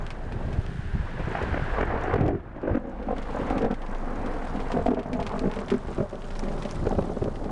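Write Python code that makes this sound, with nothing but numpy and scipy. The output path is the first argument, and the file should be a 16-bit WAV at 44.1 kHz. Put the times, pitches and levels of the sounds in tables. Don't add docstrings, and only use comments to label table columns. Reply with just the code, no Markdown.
import sys
import numpy as np
from scipy import signal
from scipy.io import wavfile
from scipy.ndimage import uniform_filter1d

SR = 44100
rng = np.random.default_rng(int(sys.argv[2]) if len(sys.argv) > 2 else 0)


def to_wav(sig):
    pcm = np.clip(np.atleast_2d(sig), -1, 1) * 32767
    pcm = np.round(pcm).astype(np.int16)
    wavfile.write(sys.argv[1], SR, pcm.T)


N = 331191
T = np.arange(N) / SR

# [Hz, centre of the noise]
CLAPS = [(1.191, -25, 268), (1.274, -24, 337), (1.311, -24, 260), (1.348, -14.5, 606), (1.384, -23, 570),
         (1.411, -23.5, 265), (1.524, -29, 288), (1.539, -17.5, 570), (1.571, -18, 563), (1.632, -35, 417),
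         (1.671, -30, 420), (1.78, -20.5, 504), (1.805, -14.5, 413), (1.869, -28, 444), (1.899, -22, 503),
         (2.036, -18.5, 614), (2.072, -19.5, 367), (2.105, -18, 453), (2.134, -11, 466), (2.177, -18, 298),
         (2.207, -19.5, 410), (2.254, -18, 487), (2.283, -17.5, 313), (2.327, -27.5, 320),
         (2.344, -26, 332), (2.554, -29.5, 290), (2.629, -21, 260), (2.644, -24.5, 388),
         (2.672, -16.5, 396), (2.708, -22.5, 289.5), (2.744, -15.5, 288), (2.847, -31, 262),
         (2.901, -46, 264), (3.014, -28, 302), (3.066, -25, 268), (3.083, -18, 617), (3.102, -16, 498),
         (3.344, -19.5, 558), (3.365, -18, 474), (3.393, -23, 305), (3.503, -13, 722), (3.562, -19, 300),
         (3.604, -18, 310), (3.622, -19, 328), (3.635, -15, 302), (3.655, -24, 406), (3.7, -18, 300),
         (4.238, -23.5, 380), (4.304, -25.5, 450), (4.548, -25, 280), (4.569, -32, 240), (4.7, -18.5, 714),
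         (4.738, -16.5, 337), (4.763, -14, 426), (4.791, -20.5, 403), (4.857, -13.5, 475),
         (4.879, -15, 262), (4.911, -16, 430), (4.93, -26, 261), (4.967, -17, 540), (4.977, -19, 256),
         (5.055, -20.5, 524), (5.093, -24, 297), (5.128, -22, 285), (5.188, -17.5, 493),
         (5.336, -18.5, 597), (5.355, -22, 510), (5.408, -21, 233), (5.433, -16.5, 387), (5.449, -19, 224),
         (5.563, -22, 430), (5.606, -28, 402), (5.714, -12.5, 300), (5.739, -24, 202), (5.775, -39, 200),
         (5.881, -23.5, 330), (5.903, -26.5, 344), (5.979, -14.5, 378), (6, -15, 378), (6.032, -24.5, 390),
         (6.124, -23.5, 420), (6.141, -26.5, 386), (6.424, -22.5, 242), (6.65, -20, 605),
         (6.824, -21.5, 404), (6.849, -19.5, 263), (6.866, -12.5, 394), (6.906, -15.5, 438),
         (6.922, -16, 457), (6.948, -22.5, 436), (6.982, -12, 373), (7.02, -22, 400), (7.041, -21.5, 417),
         (7.07, -25, 278), (7.09, -21.5, 345), (7.113, -24, 350), (7.164, -18, 364), (7.217, -17, 350),
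         (7.239, -21, 405), (7.253, -21, 400), (7.272, -18, 318), (7.452, -21.5, 310), (7.491, -20, 805)]
# time_s [s], level_db [dB over the clap]
CRACK_LEVEL = [(1.2, -17), (1.45, -15), (1.7, -16), (1.85, -12), (2.14, -18.5), (2.3, -21.5), (2.7, -21),
               (3.1, -23.5), (3.5, -23), (4.3, -21), (4.72, -23.5), (5.1, -26), (5.45, -24.5),
               (5.72, -21.5), (6.0, -26.5), (6.5, -23), (6.9, -26), (7.3, -25)]
# time_s [s], near_lag_s [s], near_gain [0-1], far_gain [0-1], dullness [0-1]
ECHO_PATHS = [(1.2, 0.0033, 0, 0.37, 0), (1.9, 0.0024, 0.26, 0.86, 0), (2.4, 0.0028, 0.29, 0.58, 0.4),
              (2.8, .0039, .65, 0.76, 0.06), (4.2, 0.0039, 0.5, 0.76, 0.18), (5.1, 0.0045, 0.67, 0.7, 0.03),
              (5.9, 0.005, 0.59, 0.64, 0.52), (6.4, 0.0051, 0.57, 0.5, 0.33),
              (7.0, 0.0052, 0.18, 0.08, 0.25), (7.51, 0.0048, 0.06, .03, 0.06)]
# time_s [s], rumble_db [dB], crackling_roll_db [dB], roar_db [dB]
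STORM_LEVEL = [(0, -35.5, -48, -41), (.25, -36, -43.5, -49.5), (.4, -30.5, -38.5, -43.5),
               (.52, -32, -40, -46.5), (.7, -34, -44, -52.5), (.9, -33.5, -57, -50.5),
               (1.35, -32.5, -47, -36), (1.63, -30.5, -43, -38), (1.79, -44, -36, -33),
               (1.855, -44, -36, -37.5), (1.92, -34.5, -30.5, -35), (2.1, -38, -41, -32.5),
               (2.21, -35, -23.5, -38), (2.29, -44, -23, -43.5), (2.34, -27, -38, -49),
               (2.42, -43, -44.5, -51.5), (2.6, -39.5, -47.5, -48), (2.72, -35.5, -29.5, -39.5),
               (2.82, -47, -42, -49), (3.0, -49, -39.5, -46), (3.25, -43, -38.5, -41),
               (3.55, -36, -32, -34.5), (3.73, -45, -44.5, -44.5), (4.22, -45, -35, -38.5),
               (4.68, -40, -36.5, -38.5), (4.78, -48, -32.5, -40.5), (4.84, -35, -43, -42.5),
               (4.9, -50, -35, -47), (4.97, -44, -46, -46), (5.03, -42, -45, -45), (5.17, -40, -32.5, -45),
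               (5.3, -41, -38, -38.5), (5.45, -42, -37.5, -44), (5.53, -41, -34.5, -40),
               (6.08, -42, -48.5, -48), (6.5, -45, -33, -42.5), (6.8, -34.5, -39, -43.5),
               (7.0, -37.5, -33, -47.5), (7.3, -38, -37, -49), (7.51, -46, -32, -46.5)]
# start_s [s], level_db [dB], pitch_hz [Hz]
THUDS = [(0.355, -18, 99), (0.447, -25, 86), (0.579, -17, 60), (0.585, -11, 118), (0.653, -23.5, 110),
         (0.752, -22, 140), (0.79, -17, 120), (0.949, -18.5, 101), (0.998, -18.5, 56), (1.037, -22, 90),
         (1.195, -27, 148), (1.242, -20, 89), (1.273, -16, 134), (1.427, -22, 55), (1.523, -18.5, 54),
         (1.646, -26, 45), (1.719, -17.5, 45), (2.133, -25, 81.5), (2.157, -20, 67), (2.19, -18, 145),
         (2.209, -10, 146), (2.235, -16, 99), (2.264, -13, 120), (2.286, -32, 55), (2.708, -15, 81),
         (2.729, -17, 98), (2.75, -36, 45.6), (5.472, -16, 155), (6.004, -14.5, 145), (6.866, -17.5, 100),
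         (6.977, -17, 103), (7.012, -20, 102), (7.215, -16, 98)]
# pitch_hz [Hz], density_db [relative dB per Hz]
RUMBLE_COLOUR = [(7.1, -35.5), (12, -16), (29, 3), (125, -1.5), (229, -10), (285, -13.5), (360, -17.5),
                 (402, -11.5), (500, -36.5), (650, -55), (1100, -120)]
# pitch_hz [Hz], density_db [relative dB per Hz]
ROAR_COLOUR = [(180, -20.5), (300, 0.5), (344, 1), (374, 5.5), (852, 7), (1060, 5.5), (1150, 4),
               (1580, -1.5), (2890, -16), (8000, -47.5), (10400, -101), (17600, -120)]
# time_s [s], level_db [dB]
SIZZLE_LEVEL = [(0, -65), (.6, -58), (1.15, -55), (1.35, -50.5), (1.8, -52.5), (2.15, -79), (2.35, -71),
                (2.6, -88), (3.0, -67.5), (3.4, -54.5), (3.8, -76), (5.9, -72), (6.5, -68), (7.0, -79),
                (7.51, -78)]
# start_s [s], level_db [dB], ring_hz [Hz], splash_db [dB over the level]
DROPS = [(0.066, -29.5, 3030, -14), (0.105, -29, 3200, -7.5), (0.322, -42, 3000, -1),
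         (0.529, -39, 3180, -3.5), (0.6648, -32, 3000, -25), (1.257, -46, 5500, -16),
         (1.313, -44, 6500, -16), (1.425, -40, 3180, 1), (1.641, -44, 7500, -14), (1.853, -46, 8000, -16),
         (2.011, -44, 5500, -13), (2.037, -40.5, 6040, -5), (2.137, -44, 3260, -13),
         (2.264, -37, 3260, -18), (2.2805, -34.5, 3080, -12), (2.333, -60, 7000, -16),
         (2.564, -54, 3010, -9), (2.616, -47.5, 2900, -10), (2.68, -54, 6000, -13),
         (2.7564, -41, 3010, -17), (2.772, -52, 6500, -16), (2.873, -56, 6500, -14),
         (2.8968, -53, 6500, -8), (3.027, -50, 3000, -2), (3.164, -46, 3210, -2),
         (3.1826, -34.5, 3290, -7.5), (3.227, -39, 3240, -7), (3.5012, -33, 3000, -6.5),
         (3.58, -36, 3030, -1.5), (3.6198, -35, 3040, -7), (3.647, -35.5, 3040, -9),
         (3.712, -34.5, 3200, -7), (3.742, -37, 3350, -9), (3.8186, -43.5, 3020, -2),
         (3.863, -44, 3000, -3), (3.949, -37.5, 3260, -10), (4.0824, -50, 3280, -6),
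         (4.1579, -44, 3030, -6), (4.262, -35.5, 3370, -7), (4.337, -41, 3230, -5),
         (4.4293, -46, 3040, -12), (4.4714, -39.5, 3260, -6), (4.561, -37, 3020, -8),
         (4.603, -33, 3040, -10.5), (4.7183, -31.5, 3040, -2), (4.8653, -29.5, 3200, -9),
         (4.907, -42, 3200, -8), (4.946, -38, 3180, -10), (4.993, -38, 3050, -6), (5.031, -42, 3300, -5.5),
         (5.1315, -30, 3450, -6), (5.2014, -31, 3220, -8.5), (5.227, -35.5, 3050, -4),
         (5.266, -27, 3300, -7.5), (5.2934, -35, 4500, -14), (5.32, -39, 3040, -7), (5.367, -45, 7000, -10),
         (5.3936, -25, 4300, -14), (5.5148, -30, 3040, -14), (5.538, -33, 3030, -11),
         (5.563, -33, 3170, -10), (5.5886, -37, 3050, -3), (5.6164, -40, 4200, -9), (5.683, -35, 3200, -6),
         (5.7022, -30, 2850, -2), (5.7395, -35, 3380, -7), (5.8345, -50, 2980, -8),
         (5.8825, -46, 3000, -2.5), (5.928, -44, 3280, -2), (5.9579, -46, 4550, -12),
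         (5.9755, -40, 3130, -17), (6.1104, -45, 5000, -6), (6.127, -48, 2980, -10),
         (6.156, -37.5, 3300, -27), (6.22, -39.5, 3060, -9), (6.2432, -43, 3000, -5),
         (6.305, -43, 3130, -1.5), (6.354, -36, 3360, -5), (6.3934, -25.5, 5530, -12.5),
         (6.4363, -38, 3490, -4), (6.485, -43, 3100, -11), (6.58, -38, 3300, -8), (6.6235, -31, 3550, -7),
         (6.651, -32.5, 3380, -6), (6.692, -36, 3240, -8), (6.7111, -25.5, 5770, -16),
         (6.755, -36.5, 3030, -8), (6.867, -36, 2900, -8), (6.894, -33.5, 6300, -31),
         (6.9187, -35, 3230, -19), (6.951, -42, 3000, -7), (7.0246, -38, 3080, -14),
         (7.1696, -50, 2900, -8), (7.242, -32.5, 3040, -16), (7.3575, -38.5, 3320, -7),
         (7.443, -41, 4170, -5)]
# time_s [s], level_db [dB], small_drops_db [dB over the hiss]
HISS_LEVEL = [(0, -57.5, -9), (.27, -58.5, -10), (.6, -54, -18), (1.5, -64.5, -2.5), (3.0, -58.5, -5.5),
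              (3.3, -53.5, -8), (4.0, -55.5, -10), (4.6, -51.5, -10), (5.6, -54.5, -6), (6.7, -49, -9.5),
              (7.51, -53, -16)]
# pitch_hz [Hz], density_db [relative dB per Hz]
HISS_COLOUR = [(880, -2), (1500, -6.5), (2180, -49), (2900, -15), (3850, -15), (9790, -25), (11000, -28.5),
               (14300, -77.5), (22000, -120)]
# time_s [s], level_db [dB]
DRUMMING_LEVEL = [(0, -53.5), (.6, -51), (1.1, -47), (1.5, -41), (2.1, -42.5), (2.35, -59), (3.3, -61.5),
                  (4.3, -50.5), (5.5, -81), (7.51, -94)]
# time_s [s], pitch_hz [Hz], level_db [dB]
DRONE = [(1.4, 61.6, -67), (1.8, 58, -33), (2.3, 59.7, -45), (2.6, 55.9, -69), (3.0, 52.75, -37.5),
         (3.7, 51.9, -45), (4.4, 54.3, -64), (4.8, 53.6, -62)]
# [dB, for the hiss]
DIPS = [(1.85, 6.5), (2.17, 4.5), (2.361, 25.5), (3.66, 7.5), (4.97, 11), (6.1, 5), (7.07, 0.5)]

RISE_TURNS, CLAP_TURNS, TAIL_GAIN, TAIL_TURNS = 0.92, 4.68, 0.088, 8.7
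USUAL_HZ, LENGTH_LAW = 349, 0.51
FIRMNESS = 0.34
ONSET_S, CRACK_FADE_S = 0.89, 0.99
FAR_ECHO_S, ROLL_ECHO_GAIN = 0.02, 0.56
OPEN_HZ, DULL_HZ = 812, 626

TICK_DB, TICK_DB_PER_OCTAVE = 2.5, -2
TICK_RING_S, SPLASH_RISE_S = 0.0026, 0.0004
SPRAY_UNDER_TAP_DB = 1
SMALL_DROPS_PER_S, SIZE_SPREAD_DB = 500, 6.5

HUM_HZ, HUM_DB = 25.1, -36
SINK_DB_PER_S, CLIMB_DB_PER_S = 91, 25.5
HUM_SHARE = 0.58
SELF_NOISE_DB = -82.5
CEILING, EDGE_HZ = 0.204, 10650


def claps():
    bodies, cracks = np.zeros((2, N))
    size = 2400
    for (start_s, peak_db, pitch_hz), draw in zip(CLAPS, rng.standard_normal((len(CLAPS), 3000))):
        shape = clap_shape(size, pitch_hz)
        body = shape * firm(shocks(draw, pitch_hz, spread=1.3, boom=0.44))[-size:]
        add(bodies, start_s, gain_of(peak_db) * body / abs(body).max())

        brightness = np.exp(-max(start_s - ONSET_S, 0) / CRACK_FADE_S)
        crack_db = peak_db + np.interp(start_s, *np.transpose(CRACK_LEVEL))
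        crack = band(draw, 1150 + 450 * brightness, width_hz=760 + 1300 * brightness)
        add(cracks, start_s, gain_of(crack_db) * shape * firm(crack)[-size:])
    return near_echo(bodies) + low_pass(cracks, 2800)


def clap_shape(size, pitch_hz):
    turns = np.arange(size) * USUAL_HZ * (pitch_hz / USUAL_HZ) ** LENGTH_LAW / SR
    rise = 1 - np.exp(-(turns / RISE_TURNS) ** 2)
    swell = np.exp(-(turns / CLAP_TURNS) ** 4)
    tail = TAIL_GAIN * np.exp(-turns / TAIL_TURNS)
    return rise * (swell + tail)


def shocks(draw, hz, spread, boom):
    return evened(band(draw, hz, width_hz=spread * hz) + boom * band(draw, 205, width_hz=356))


def firm(x):
    return evened(x / (abs(signal.hilbert(x)) + 0.17) ** FIRMNESS)


def crackling_roll():
    lumps = gain_of(2.9 * wander(0.0064))
    roll = shocks(rng.standard_normal(N), 443, spread=2.25, boom=0.46) * lumps
    return near_echo(gain_of(curve(STORM_LEVEL, column=2)) * evened(roll))


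def near_echo(x):
    bright, dull = low_pass(x, OPEN_HZ), low_pass(x, DULL_HZ)
    dullness = np.clip(curve(ECHO_PATHS, column=4), 0, 1)
    body = bright + dullness * (dull - bright)
    return body + curve(ECHO_PATHS, column=2) * np.interp(T - curve(ECHO_PATHS), T, body)


def rolling_claps():
    sharp, diffuse = claps(), crackling_roll()
    far_echo = np.interp(T - FAR_ECHO_S, T, sharp + ROLL_ECHO_GAIN * diffuse)
    return sharp + diffuse + curve(ECHO_PATHS, column=3) * far_echo


def thuds():
    out = np.zeros(N)
    for start_s, level_db, pitch_hz in THUDS:
        turns = np.arange(round(2.5 * SR / pitch_hz)) * pitch_hz / SR
        swell = turns * np.exp(1 - turns / 0.38) / 0.54
        add(out, start_s, gain_of(level_db) * np.sin(2 * np.pi * turns) * swell)
    return out


def rumble():
    return gain_of(curve(STORM_LEVEL)) * noise(RUMBLE_COLOUR, size=2048, patchy_db=1.44, flicker_db=3.0)


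def broad_roar():
    roar = noise(ROAR_COLOUR, size=512, patchy_db=2.0, flicker_db=2.0)
    sizzle = band(rng.standard_normal(N), 2410, width_hz=2150)
    return gain_of(curve(STORM_LEVEL, column=3)) * roar + gain_of(curve(SIZZLE_LEVEL)) * sizzle


def near_drops():
    out = np.zeros(N)
    for (start_s, level_db, ring_hz, splash_db), draw in zip(DROPS, rng.standard_normal((len(DROPS), 4000))):
        drop = splash(draw, ring_hz, 0.071, splash_db - SPRAY_UNDER_TAP_DB, splash_db)
        add(out, start_s, gain_of(level_db) * drop)
    return out


def splash(draw, ring_hz, t60_s, spray_db, tap_db):
    t = np.arange(len(draw)) / SR
    ring = np.sin(2 * np.pi * ring_hz * t) + 0.25 * np.sin(2 * np.pi * 1.56 * ring_hz * t)
    tick_db = TICK_DB + TICK_DB_PER_OCTAVE * np.log2(ring_hz / 3200)
    tick = gain_of(tick_db - 60 * t / TICK_RING_S) * ring
    fade = gain_of(-60 * t / max(t60_s, 0.004)) * np.minimum(t / SPLASH_RISE_S, 1)
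    spray = evened(resonate(draw, ring_hz, width_hz=2600) - resonate(draw, 570, width_hz=3450))
    tap = band(draw, 2220, width_hz=2100)
    return tick + fade * (gain_of(spray_db) * spray + gain_of(tap_db) * tap)


def far_rain():
    hiss = noise(HISS_COLOUR, size=256, patchy_db=1.5, flicker_db=2.0)
    hiss = hiss + gain_of(curve(HISS_LEVEL, column=2)) * small_drops()
    drumming = band(rng.standard_normal(N), 1584, width_hz=560)
    return gain_of(curve(HISS_LEVEL) - dips()) * hiss + gain_of(curve(DRUMMING_LEVEL)) * drumming


def small_drops():
    patter = np.zeros(N)
    for ring_hz, draw in zip(np.geomspace(2500, 8000, num=8), rng.standard_normal((8, 2000))):
        strength = gain_of(SIZE_SPREAD_DB * np.minimum(rng.exponential(1, N), 4))
        strikes = strength * (rng.random(N) < SMALL_DROPS_PER_S / 8 / SR)
        drop = splash(draw, ring_hz, 0.025, spray_db=-8, tap_db=-7)
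        patter += signal.oaconvolve(strikes, drop)[:N]
    return evened(patter)


def drones():
    hum = np.sin(2 * np.pi * np.cumsum(HUM_HZ + 0.24 * wander(0.3)) / SR) * gain_of(3.3 * wander(0.17))
    sinking = np.sin(2 * np.pi * np.cumsum(curve(DRONE) + 0.5 * wander(0.039)) / SR)
    hum_gain = gain_of(HUM_DB - HUM_SHARE * dips())
    return np.sqrt(2) * (hum_gain * hum + gain_of(curve(DRONE, column=2)) * sinking)


def dips():
    depths = []
    for deepest_s, depth_db in DIPS:
        away_db = np.where(T < deepest_s, SINK_DB_PER_S * (deepest_s - T), CLIMB_DB_PER_S * (T - deepest_s))
        depths.append(np.maximum(depth_db - away_db, 0))
    return np.max(depths, axis=0)


def noise(colour, size, patchy_db, flicker_db):
    frames, hz = 4 * N // size + 5, np.fft.rfftfreq(size, 1 / SR)
    real, imaginary, patches = rng.standard_normal((frames, len(hz), 3)).T
    patches = evened(uniform_filter1d(uniform_filter1d(patches, 6, 0), 8, 1))
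    flicker = evened(uniform_filter1d(rng.standard_normal(frames), 3))
    pitch_hz, density_db = np.transpose(colour)
    colour_db = np.interp(np.log(hz + 1), np.log(pitch_hz + 1), density_db)[:, None]
    level = gain_of(colour_db + patchy_db * patches + flicker_db * flicker)
    spectra = (real + 1j * imaginary) * level
    return evened(signal.istft(spectra, nperseg=size, noverlap=3 * size // 4)[1][:N])


def resonate(x, hz, width_hz):
    turn = np.exp(2j * np.pi * np.cumsum(hz * np.ones(len(x))) / SR)
    r = np.exp(-np.pi * width_hz / SR)
    return 2 * (turn * signal.lfilter([1 - r], [1, -r], x / turn + 1e-18)).real


def band(x, hz, width_hz):
    return evened(resonate(resonate(x, hz, width_hz), hz, width_hz))


def low_pass(x, edge_hz):
    return signal.sosfilt(signal.butter(6, edge_hz, fs=SR, output="sos"), x)


def wander(seconds):
    size = max(round(seconds * SR), 2)
    return evened(uniform_filter1d(uniform_filter1d(rng.standard_normal(N), size), size))


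def curve(rows, column=1):
    rows = np.array(rows)
    return np.interp(T, rows[:, 0], rows[:, column])


def add(mix, start_s, sound):
    part = mix[round(start_s * SR):][:len(sound)]
    part += sound[:len(part)]


def gain_of(db):
    return 10 ** (np.asarray(db) / 20)


def evened(x):
    return x / np.sqrt(np.mean(x ** 2) + 1e-20)


def scene():
    thunder = rolling_claps() + thuds() + rumble()
    rain = near_drops() + far_rain()
    self_noise = gain_of(SELF_NOISE_DB) * rng.standard_normal(N)
    return (thunder + broad_roar() + rain + drones() + self_noise)[None]


def record(dry):
    clipped = np.clip(dry, -CEILING, CEILING)
    treble_limit = signal.firwin(75, EDGE_HZ, window=("kaiser", 8), fs=SR)
    return signal.oaconvolve(clipped, treble_limit[None], "same")


dry = scene()
out = record(dry)
to_wav(out)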